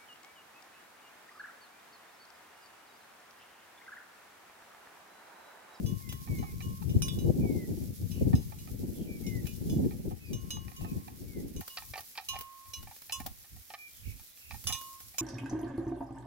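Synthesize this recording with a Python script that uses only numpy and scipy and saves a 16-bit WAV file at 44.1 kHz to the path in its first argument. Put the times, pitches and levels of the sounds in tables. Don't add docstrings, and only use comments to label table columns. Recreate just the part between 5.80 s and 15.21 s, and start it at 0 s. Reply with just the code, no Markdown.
import sys
import numpy as np
from scipy import signal
from scipy.fft import rfft, irfft, next_fast_len
from scipy.io import wavfile
from scipy.ndimage import uniform_filter1d, map_coordinates

SR = 44100
rng = np.random.default_rng(int(sys.argv[2]) if len(sys.argv) > 2 else 0)


def dump_mix(stems):
    frames = np.atleast_2d(stems).T
    limited = np.clip(frames, -1, 1)
    pcm = np.round(limited * 32767).astype(np.int16)
    wavfile.write(sys.argv[1], SR, pcm)


N = 414981

# t/s, level/dB
OPEN_WIND = [(0.0, -37.5), (0.04, -36), (0.12, -38.5), (0.24, -50), (0.28, -40), (0.35, -38.5), (0.39, -49),
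             (0.46, -49), (0.51, -31), (0.55, -36), (0.6, -30), (0.66, -40), (0.8, -43), (0.88, -37),
             (0.96, -46), (1.02, -44.5), (1.1, -34), (1.17, -27.5), (1.22, -37), (1.3, -36), (1.41, -34.5),
             (1.5, -27.5), (1.55, -35), (1.64, -31), (1.8, -36), (2.0, -40), (2.06, -37), (2.16, -47),
             (2.21, -34.5), (2.3, -42), (2.39, -33), (2.42, -25), (2.52, -30), (2.55, -28.5), (2.63, -45),
             (2.75, -46), (2.9, -42), (2.98, -46), (3.06, -36), (3.15, -43), (3.25, -38), (3.35, -43),
             (3.57, -33.5), (3.77, -49), (3.82, -38), (3.88, -36), (3.94, -29), (4.05, -29), (4.17, -44),
             (4.23, -38), (4.28, -34), (4.42, -53), (4.52, -35), (4.6, -44), (4.7, -48), (4.79, -40),
             (4.85, -51), (4.9, -47), (4.96, -57), (5.04, -40), (5.18, -39), (5.25, -51), (5.29, -42),
             (5.37, -55), (5.43, -45), (5.48, -52), (5.58, -38.5), (5.66, -42.5), (5.73, -48), (5.8, -39),
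             (5.84, -80.5)]
# t/s, peak level/dB, upper edge f/Hz
HARD_EDDIES = [(1.157, -17, 238), (1.356, -21.5, 226), (1.45, -21.5, 512), (1.501, -18, 600),
               (1.655, -23, 382), (2.415, -17.5, 520), (2.474, -17.5, 400), (2.540, -7.5, 255),
               (3.003, -29, 420), (3.295, -29, 620), (3.965, -11, 325), (4.031, -18, 300),
               (4.062, -15, 402), (4.53, -25, 248), (5.120, -20, 257), (5.798, -27.5, 335),
               (7.405, -32.5, 276), (7.466, -34, 336)]
# t/s, rustle level/dB
RUSTLE_LEVEL = [(0, -58), (.3, -55.5), (.95, -57), (2.28, -55), (3.38, -57.5), (3.8, -54.5), (4.4, -60.5),
                (5.13, -57.5), (5.76, -59.5), (5.88, -52), (6.75, -59.5), (7.1, -55.5), (7.8, -57.5),
                (8.62, -56.5), (8.96, -48.5), (9.35, -57.5)]
# t/s, peak level/dB, brightness/(dB/octave)
TUFT_TEARS = [(0.474, -41.5, 1.5), (0.627, -33.5, -12), (0.805, -38, 7), (1.018, -41, -1.5),
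              (1.649, -38.5, -18), (2.531, -31.5, -4.5), (2.721, -38.5, -2), (2.874, -42, 5),
              (3.656, -42, 12), (4.109, -42, 1.5), (4.309, -40.5, -9), (4.768, -40, -6), (4.88, -39, 5),
              (4.917, -42, 3), (5.008, -43, 0), (5.046, -36, -3), (5.279, -38.5, -1), (5.812, -40, -3),
              (5.972, -28, 6), (6.022, -40.5, 5), (6.137, -31, 5.5), (6.157, -33, 0), (6.178, -31, 1),
              (6.354, -41, 7), (6.376, -28.5, 3.5), (6.385, -29.5, 2), (6.534, -35.5, -1), (6.557, -31, 2),
              (6.857, -48, 8), (7.072, -40, 0), (7.112, -43, 0.5), (7.296, -31.5, 5.5), (7.4, -38.5, -1.5),
              (7.461, -39, -15), (7.644, -49, 6.5), (7.903, -37.5, 4), (7.938, -32, 2), (8.395, -48, 3.5),
              (8.574, -47, 10), (8.709, -34, 4), (8.743, -38.5, -1), (8.874, -35, 7.5), (8.898, -31, 2),
              (8.945, -38.5, 7), (9.344, -46.5, 2.5)]
# t/s, peak level/dB
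STALK_SNAPS = [(0.3252, -28.5), (3.6697, -29), (5.8082, -26.5), (5.8787, -25.5), (6.2064, -31),
               (6.4103, -35), (6.5883, -29), (6.609, -27), (7.028, -33), (7.164, -36), (7.219, -34),
               (7.402, -32), (7.463, -21), (8.84, -30), (8.863, -39), (8.888, -25), (8.955, -29),
               (9.013, -32.5), (9.203, -33)]
# t/s, hum level/dB, main ring level/dB, other modes level/dB, favoured modes level/dB,
# then modes favoured by the contact spot, f/Hz, strongest first
CLAPPER_BLOWS = [(0.062, -52, -49, -57, -46, 6153, 5067, 3429, 5460),
                 (0.291, -52, -48, -54, -47, 6153, 5067, 3429, 10875),
                 (0.585, -54, -59, -61, -52, 6319, 4078), (0.823, -49, -49, -58, -53, 3015, 5460),
                 (1.094, -62, -51, -59, -54, 5460, 3603, 6153),
                 (1.221, -45.5, -41, -44, -32, 6153, 5460, 9598, 5067, 10875, 6319),
                 (1.283, -56, -49, -51, -38, 3603, 3429, 5067, 3015),
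                 (1.388, -64, -51, -57, -49, 6319, 3882), (2.316, -65, -57, -57, -50, 5460, 6153),
                 (2.552, -65, -56, -56, -45.5, 5067, 6319, 5202), (2.787, -67, -60, -62, -52, 6319, 4078),
                 (3.466, -73, -56, -56, -45.5, 6153, 5460, 5067),
                 (3.667, -75.5, -52, -56.5, -46, 2425, 2635, 6319),
                 (3.897, -72, -55, -56, -46, 6319, 5067, 6153, 3429),
                 (4.532, -57, -48, -54, -42.5, 6319, 5460), (4.706, -54, -37.5, -49, -35, 6319, 3882, 5202),
                 (4.964, -52.5, -50.5, -58, -52.5, 6153, 5067, 7034),
                 (5.764, -59, -57, -58, -47.5, 6319, 6153), (5.9, -62, -48, -60, -55, 5202),
                 (6.487, -42.5, -32, -41, -36.5, 6153, 4078, 5202, 6319, 3882, 12965),
                 (6.936, -52, -41.5, -51, -39, 6153, 5460, 10875, 4078, 5202),
                 (7.323, -42, -38.5, -37.5, -33, 6153, 10875, 5067, 5460, 12965, 7811),
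                 (8.871, -48, -35, -38.5, -29.5, 10970, 6153, 5202, 7034, 14410, 5460),
                 (8.925, -43, -37.5, -39.5, -31.5, 6153, 5460, 3603, 10875, 3882),
                 (9.384, -39.5, -50, -39, -27.5, 7034, 6319, 5460)]
DEWLAP_CHOKES = [1.0, 1.55, 2.85, 3.55, 4.0, 5.35, 6.05, 6.99, 7.36, 9.16]
# f/Hz, level within hum or clang/dB, t60/s
BELL_MODES = [(1001, -10, .6), (1074, 0, 1.8), (2380, -15, .2), (2425, -7, .2), (2635, -7, .18),
              (2909, -4, .38), (3015, -3, .13), (3429, -6, .28), (3603, -9, .17), (3882, -5, .16),
              (4078, -8, .22), (5067, -5, .21), (5202, -10, .2), (5460, -8, .17), (6153, -6, .19),
              (6319, -5, .2), (7034, -11, .18), (7811, -11, .17), (8872, -8, .16), (9190, -8, .16),
              (9598, -7, .16), (10875, -3, .16), (10970, -4, .14), (12550, -8, .13), (12965, -4, .18),
              (13520, -11, .13), (14410, -9, .17), (14800, -7, .12), (15400, -8, .12)]
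# f/Hz, width/Hz, level/dB
MUZZLE_MODES = [(752, 101, 2.5), (854.5, 62, 5), (1167, 45, -5), (1272, 34, -2.5), (1815, 55, -2.5),
                (2383, 75, -0.5), (2630, 170, -14), (3085, 140, -13), (3980, 140, -18), (4506, 130, -14),
                (5400, 200, -24)]
# t/s, length/s, start f/Hz, end f/Hz, lateness of fall (1 = even), hoarseness (0-1), level/dB
BIRD_NOTES = [(.21, .15, 2150, 1945, 1.2, .04, -57.5), (.47, .15, 2305, 2070, 1.2, .04, -51.5),
              (.58, .15, 2360, 2070, 1.2, .04, -55.5), (.63, .15, 2550, 2200, 1.2, .15, -65),
              (1.6, .14, 2424, 2120, 1, .03, -52), (1.735, .135, 2170, 1910, 1.1, .03, -55),
              (2.299, .15, 2920, 2530, 1.2, .8, -58), (3.14, .15, 3300, 2810, 1.2, 1, -62),
              (3.268, .125, 2360, 2260, 2.5, .03, -53), (3.43, .18, 2180, 1900, 1.5, .03, -50),
              (4.4, .13, 2620, 2320, 1.2, .03, -56), (4.44, .08, 5100, 4550, 1, .03, -63),
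              (4.995, .15, 2710, 2380, 1.2, .3, -57), (5.47, .15, 2290, 1920, 1.2, .04, -60.5),
              (7.975, .12, 2385, 2240, 7, .03, -48.5), (8.11, .13, 3480, 3000, 1.2, 1, -64),
              (8.23, .11, 2560, 2320, 1.2, .8, -54), (8.44, .15, 4000, 3650, 1.2, 1, -66),
              (8.59, .15, 2670, 2560, 1.2, .4, -57)]
# f/Hz, level/dB
RUMBLE_SPECTRUM = [(15, -46), (30, -8.5), (60, -1), (105, 3.5), (190, -0.5), (260, -12.5), (400, -51),
                   (700, -73)]
# f/Hz, level/dB
LULL_SPECTRUM = [(15, -10), (30, -14), (60, 1.5), (105, 0), (150, -12.5), (220, -15.5), (400, -33),
                 (700, -68)]
# f/Hz, level/dB
FLUTTER_SPECTRUM = [(100, -12.5), (180, 1), (245, 3), (370, -3), (530, -14.5), (690, -25.5), (900, -31),
                    (1300, -62.5), (3000, -100)]
# f/Hz, level/dB
STRAW_SPECTRUM = [(300, -4), (1000, -26), (2000, -21.5), (3400, -6), (5500, -1.5), (7400, -3), (8300, -4.5),
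                  (10000, -2.5), (11300, 2.5), (13000, 1), (15800, -1)]
# f/Hz, level/dB
FIELD_SPECTRUM = [(20, 4), (70, -9.5), (200, -20.5), (500, -0.5), (1000, -2), (2300, 5), (4000, -3.5),
                  (9000, -16), (16000, -29)]
# f/Hz, level/dB
CRACKLE_SPECTRUM = [(250, -28), (600, -3.5), (3200, 2.5), (5400, -4.5), (7000, -18), (15000, -20)]
# t/s, left minus right level/dB
WINDWARD_SIDE = [(0, 11.5), (.6, 1.5), (1.7, 12.5), (2.5, 3.5), (3.3, 12), (4.06, 4), (4.9, 11), (6.4, 5),
                 (8.9, -10)]
# t/s, level/dB
FLUTTER_RATIO = [(0, -2.5), (.35, -11.5), (.6, -9), (1.0, -11), (1.85, 5.5), (2.2, -9.5), (2.8, -7.5),
                 (3.2, 7), (3.55, -3.5), (4.0, -1.5), (4.85, -5.5), (5.7, 6), (6.0, -15)]
# peak t/s, length/s, level/dB
SHELTER_PUFFS = [(6.1, 0.14, -51), (6.561, 0.11, -50), (6.89, 0.054, -56.5), (7.032, 0.093, -44.5),
                 (7.456, 0.16, -45.5), (7.759, 0.07, -47.5), (8.294, 0.14, -42.5), (8.738, 0.079, -44),
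                 (8.898, 0.11, -44), (9.284, 0.16, -64)]

CLOSE_S = 5.81
TOP_HZ = 15900
USUAL_WIND_DB, FLUTTER_DB_PER_DB = -39, .35
CALM_DB, PUFF_EDGE_DB = -79.5, 10
NIBBLES_PER_S, NIBBLE_DB, NIBBLE_BRIGHT_DB_PER_OCT = 3, -55, 0.5
TWIGS_PER_S, TWIG_DB = 2, -54
RING_HZ, HUM_BELOW_HZ, HUM_SWELL_S = 2909, 1500, 0.01
LEAD_STEP_DB = 2.2
PORT_SIDE = np.array([[-.5], [.5]])


def amp(db):
    return 10 ** (np.asarray(db) / 20)


def unit(x):
    return x / np.sqrt(np.mean(x ** 2) + 1e-20)


def curves(rows):
    t_s, *cols = np.transpose(rows)
    return [np.interp(np.arange(N) / SR, t_s, c) for c in cols]


def wobble(knots_per_s):
    knots = rng.standard_normal(int(N * knots_per_s / SR) + 4)
    return map_coordinates(knots, [np.arange(N) * knots_per_s / SR])


def chance_times(per_s, start_s):
    return rng.uniform(start_s, N / SR, max(round(per_s * (N / SR - start_s)), 0))


def filtered(x, response):
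    n = x.shape[-1]
    m = next_fast_len(n + 4096)
    return irfft(rfft(x, m) * response(np.fft.rfftfreq(m, 1 / SR)), m)[..., :n]


def coloured(x, spectrum):
    f_hz, db = np.transpose(spectrum)
    return unit(filtered(x, lambda hz: amp(np.interp(np.log(hz + 1), np.log(f_hz), db))))


def noise(spectrum):
    return coloured(rng.standard_normal((2, N)), spectrum)


def placed(x, lag_ms, right_db):
    return amp(PORT_SIDE * right_db) * filtered(
        x, lambda hz: np.exp(2j * np.pi * hz * PORT_SIDE * lag_ms / 1000))


def add(track, t_s, x):
    start = max(round(t_s * SR), 0)
    part = track[:, start:start + x.shape[-1]]
    part += x[..., :part.shape[-1]]


def wind_strength_db():
    t = np.arange(N) / SR
    puffs = sum(amp(db - PUFF_EDGE_DB * np.abs(2 * (t - peak_s) / length_s) ** 1.35)
                for peak_s, length_s, db in SHELTER_PUFFS)
    sheltered_db = 20 * np.log10(amp(CALM_DB) + puffs)
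    return np.where(t < OPEN_WIND[-1][0], curves(OPEN_WIND)[0], sheltered_db)


def wind(lumpy_db, own_db, rumble_db, flutter_db, top_db):
    strength_db = wind_strength_db()
    windward_db = -PORT_SIDE * curves(WINDWARD_SIDE)[0]
    lumps_db = lumpy_db * wobble(45) + own_db * np.array([wobble(60), wobble(60)])
    lumps = amp(np.minimum(lumps_db, top_db))
    force = np.clip((uniform_filter1d(strength_db, SR // 2) + 51) / 12, 0, 1)
    air = np.sqrt(force) * noise(RUMBLE_SPECTRUM) + np.sqrt(1 - force) * noise(LULL_SPECTRUM)
    ratio = amp(curves(FLUTTER_RATIO)[0] + FLUTTER_DB_PER_DB * (strength_db - USUAL_WIND_DB))
    rumble = amp(rumble_db + windward_db) * unit(lumps * air)
    flutter = amp(flutter_db) * ratio * unit(lumps * noise(FLUTTER_SPECTRUM))
    return amp(strength_db) * (rumble + flutter) / np.hypot(1, ratio)


def field_air(level_db, right_db):
    return amp(level_db) * noise(FIELD_SPECTRUM) * amp(PORT_SIDE * right_db)


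def straw(level_db, grain_share, grains_per_s, grain_db, right_db):
    rustle_db, = curves(RUSTLE_LEVEL)
    hits = (rng.random((2, N)) < grains_per_s / SR) * rng.choice([-1, 1], (2, N))
    grains = hits * amp(grain_db * np.minimum(rng.exponential(size=(2, N)), 5))
    share = np.clip(grain_share, 0, 1)
    hiss = np.sqrt(1 - share) * noise(STRAW_SPECTRUM)
    rub = hiss + np.sqrt(share) * coloured(grains, STRAW_SPECTRUM)
    return amp(rustle_db + level_db + 1.67 * wobble(32)) * rub * amp(PORT_SIDE * right_db)


def time_past_next(times_s, strike_s, t):
    next_s = min([s for s in times_s if s > strike_s], default=np.inf)
    return np.maximum(strike_s + t - next_s, 0)


def bell(level_db, chance_db, port_db, right_db, choke_db_per_s, restrike_db_per_s, tick_db, rise_s,
         splash_db, splash_t60_s):
    out, t = np.zeros((2, N)), np.arange(SR) / SR
    hz, mode_db, t60_s = np.transpose(BELL_MODES)
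    clang = (hz > HUM_BELOW_HZ).astype(int)
    modes = amp(-60 * t / t60_s[:, None]) * np.exp(2j * np.pi * hz[:, None] * t)
    modes[hz < HUM_BELOW_HZ] *= 1 - np.exp(-t / HUM_SWELL_S)
    strikes_s = [row[0] for row in CLAPPER_BLOWS]
    for strike_s, hum_db, ring_db, rest_db, lead_db, *favoured_hz in CLAPPER_BLOWS:
        clang_db = rest_db + chance_db * rng.standard_normal(len(hz))
        size = amp(mode_db + np.where(clang, clang_db, hum_db))
        size[hz == RING_HZ] = amp(ring_db)
        for rank, f_hz in enumerate(favoured_hz):
            size[np.abs(hz - f_hz).argmin()] = amp(lead_db - LEAD_STEP_DB * rank)
        hum_phase_rad = 2.2 if strike_s < CLOSE_S else -.3
        lobes_rad = np.where(clang, rng.uniform(-np.pi, np.pi, len(hz)), hum_phase_rad)
        phase_rad = rng.uniform(0, 2 * np.pi, len(hz)) + PORT_SIDE * lobes_rad
        balance_db = right_db + port_db * rng.standard_normal(len(hz))
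        ports = amp(PORT_SIDE * balance_db) * np.exp(1j * phase_rad)
        scattered = clang * np.exp(2j * np.pi * rng.random(len(hz)))
        splash_gain = amp(lead_db + splash_db - 60 * t / splash_t60_s)
        splash = splash_gain * ((scattered * ports) @ modes).real
        ring = (((size * ports) @ modes).real + splash) * (1 - np.exp(-t / rise_s))
        tick = amp(lead_db + tick_db - 60 * t / 0.03) * rng.standard_normal((2, len(t)))
        damping_db = (choke_db_per_s * time_past_next(DEWLAP_CHOKES, strike_s, t)
                      + restrike_db_per_s * time_past_next(strikes_s, strike_s, t))
        add(out, strike_s - rise_s, amp(level_db - damping_db) * (ring + tick))
    return out


def field_echo(x, t60_s):
    t = np.arange(SR // 3) / SR
    tail = rng.standard_normal((2, len(t))) * amp(-60 * t / t60_s)
    return signal.fftconvolve(x, tail / np.linalg.norm(tail[0]), axes=1)[:, :N]


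def bird(level_db, rasp_hz, trill_hz, round_off):
    out = np.zeros((2, N))
    for start_s, length_s, start_hz, end_hz, lateness, hoarse, db in BIRD_NOTES:
        u = np.linspace(0, 1, int(length_s * SR))
        trill = np.sin(2 * np.pi * trill_hz * length_s * u + rng.uniform(0, 2 * np.pi))
        jitter = unit(uniform_filter1d(rng.standard_normal(SR // 2), 60))[:len(u)]
        shake = 0.8 * trill + 0.28 * jitter
        hz = start_hz + (end_hz - start_hz) * u ** lateness + hoarse * rasp_hz * shake
        envelope = np.abs(np.sin(np.pi * u)) ** round_off
        whistle = np.sin(2 * np.pi * np.cumsum(hz) / SR)
        add(out, start_s, amp(db + level_db) * envelope * whistle)
    return placed(out, lag_ms=-0.57, right_db=4.0)


def snaps(level_db, t60_s):
    out, t = np.zeros((2, N)), np.arange(SR // 12) / SR
    twigs = [(s, TWIG_DB) for s in chance_times(TWIGS_PER_S, CLOSE_S)]
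    spectrum = [(200, 3), (900, 2.5), (5000, 2.5), (8300, -0.5), (12000, 5), (16000, 10.5)]  # f/Hz, level/dB
    for snap_s, db in list(STALK_SNAPS) + twigs:
        uneven_db = 3.3 * rng.standard_normal(len(t))
        splinters = rng.standard_normal((2, len(t))) * amp(uneven_db - 60 * t / t60_s)
        crack = coloured(splinters, spectrum)
        add(out, snap_s, amp(db + level_db) * crack / np.abs(crack).max())
    return out


def muzzle_response(hz, sizes):
    total = 0
    for k, (centre_hz, width_hz, db) in enumerate(MUZZLE_MODES):
        loss = 1j * hz * width_hz
        total = total + (-1) ** k * sizes[k] * amp(db) * loss / (centre_hz ** 2 - hz ** 2 + loss)
    return total


def tearing(level_db, spread_s, fibres_per_s, scatter, distant_db_per_oct, chance_db, crackle_db,
            bundles_per_s, bundle_db):
    out, t = np.zeros((2, N)), np.arange(SR // 10) / SR
    nibbles = [(s, NIBBLE_DB, NIBBLE_BRIGHT_DB_PER_OCT) for s in chance_times(NIBBLES_PER_S, 0)]
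    knots_s = np.arange(0, t[-1], 1 / bundles_per_s)
    for tear_s, db, bright_db_per_oct in list(TUFT_TEARS) + nibbles:
        far = tear_s < CLOSE_S
        breaks = (rng.random(len(t)) < fibres_per_s / SR) * rng.standard_normal(len(t))
        bundles_db = bundle_db * rng.standard_normal(len(knots_s))
        bundles_db[0] = bundle_db
        breaks[0] = 1.78
        breaks *= amp(np.interp(t, knots_s, bundles_db))
        run = (breaks + scatter * rng.standard_normal((2, len(t)))) * np.exp(-(t / spread_s) ** 2)
        gape = 1 + 0.0087 * rng.standard_normal()
        sizes = amp(chance_db * rng.standard_normal(len(MUZZLE_MODES)))
        tilt_db_per_oct = bright_db_per_oct + (distant_db_per_oct if far else 0)

        def mouth(hz):
            octaves = np.log2(np.clip(hz, 700, 5000) / 1500)
            return muzzle_response(hz * gape, sizes) * amp(tilt_db_per_oct * octaves)

        crackle = amp(crackle_db + tilt_db_per_oct / 2) * coloured(run, CRACKLE_SPECTRUM)
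        tear = unit(filtered(run, mouth)) + crackle
        lag_ms, right_db = (0.48, 7.5) if far else (0.047, 3.0)
        tear = placed(tear, lag_ms, right_db)
        add(out, tear_s, amp(db + level_db) * tear / np.abs(tear).max())
    return out


def eddies(level_db, life_s, left_db):
    out, t = np.zeros((2, N)), np.arange(SR // 10) / SR
    for eddy_s, db, edge_hz in HARD_EDDIES:
        push = rng.standard_normal((2, len(t))) * t / life_s * np.exp(-t / life_s)
        band = signal.butter(6, [edge_hz / 4, edge_hz], "band", fs=SR, output="sos")
        thump = signal.sosfilt(band, push)
        add(out, eddy_s - 2 * life_s, amp(db + level_db) * thump / np.abs(thump).max())
    return out * amp(-PORT_SIDE * left_db)


def scene():
    gusts = wind(lumpy_db=3.0, own_db=3.0, rumble_db=2.0, flutter_db=1.5, top_db=6)
    air = field_air(level_db=-67.5, right_db=3)
    grass = straw(level_db=3.5, grain_share=0.19, grains_per_s=1200, grain_db=5, right_db=1)
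    cow = bell(level_db=-1, chance_db=3.5, port_db=1.5, right_db=4, choke_db_per_s=180,
               restrike_db_per_s=400, tick_db=-1, rise_s=.001, splash_db=-13, splash_t60_s=.12)
    song = bird(level_db=-0.3, rasp_hz=370, trill_hz=48.4, round_off=.55)
    cow = cow + snaps(level_db=3, t60_s=0.05)
    cow = cow + tearing(level_db=2, spread_s=0.014, fibres_per_s=1200, scatter=0.07,
                        distant_db_per_oct=-3.0, chance_db=3.0, crackle_db=-10,
                        bundles_per_s=450, bundle_db=4.5)
    gusts = gusts + eddies(level_db=-3.0, life_s=0.00395, left_db=1.0)
    echo = amp(-12) * field_echo(cow, t60_s=0.26) + amp(-8.5) * field_echo(song, t60_s=0.4)
    return cow + song + echo + grass + gusts + air


def record(dry):
    return filtered(dry, lambda hz: hz < TOP_HZ)


dry = scene()
out = record(dry)
dump_mix(out)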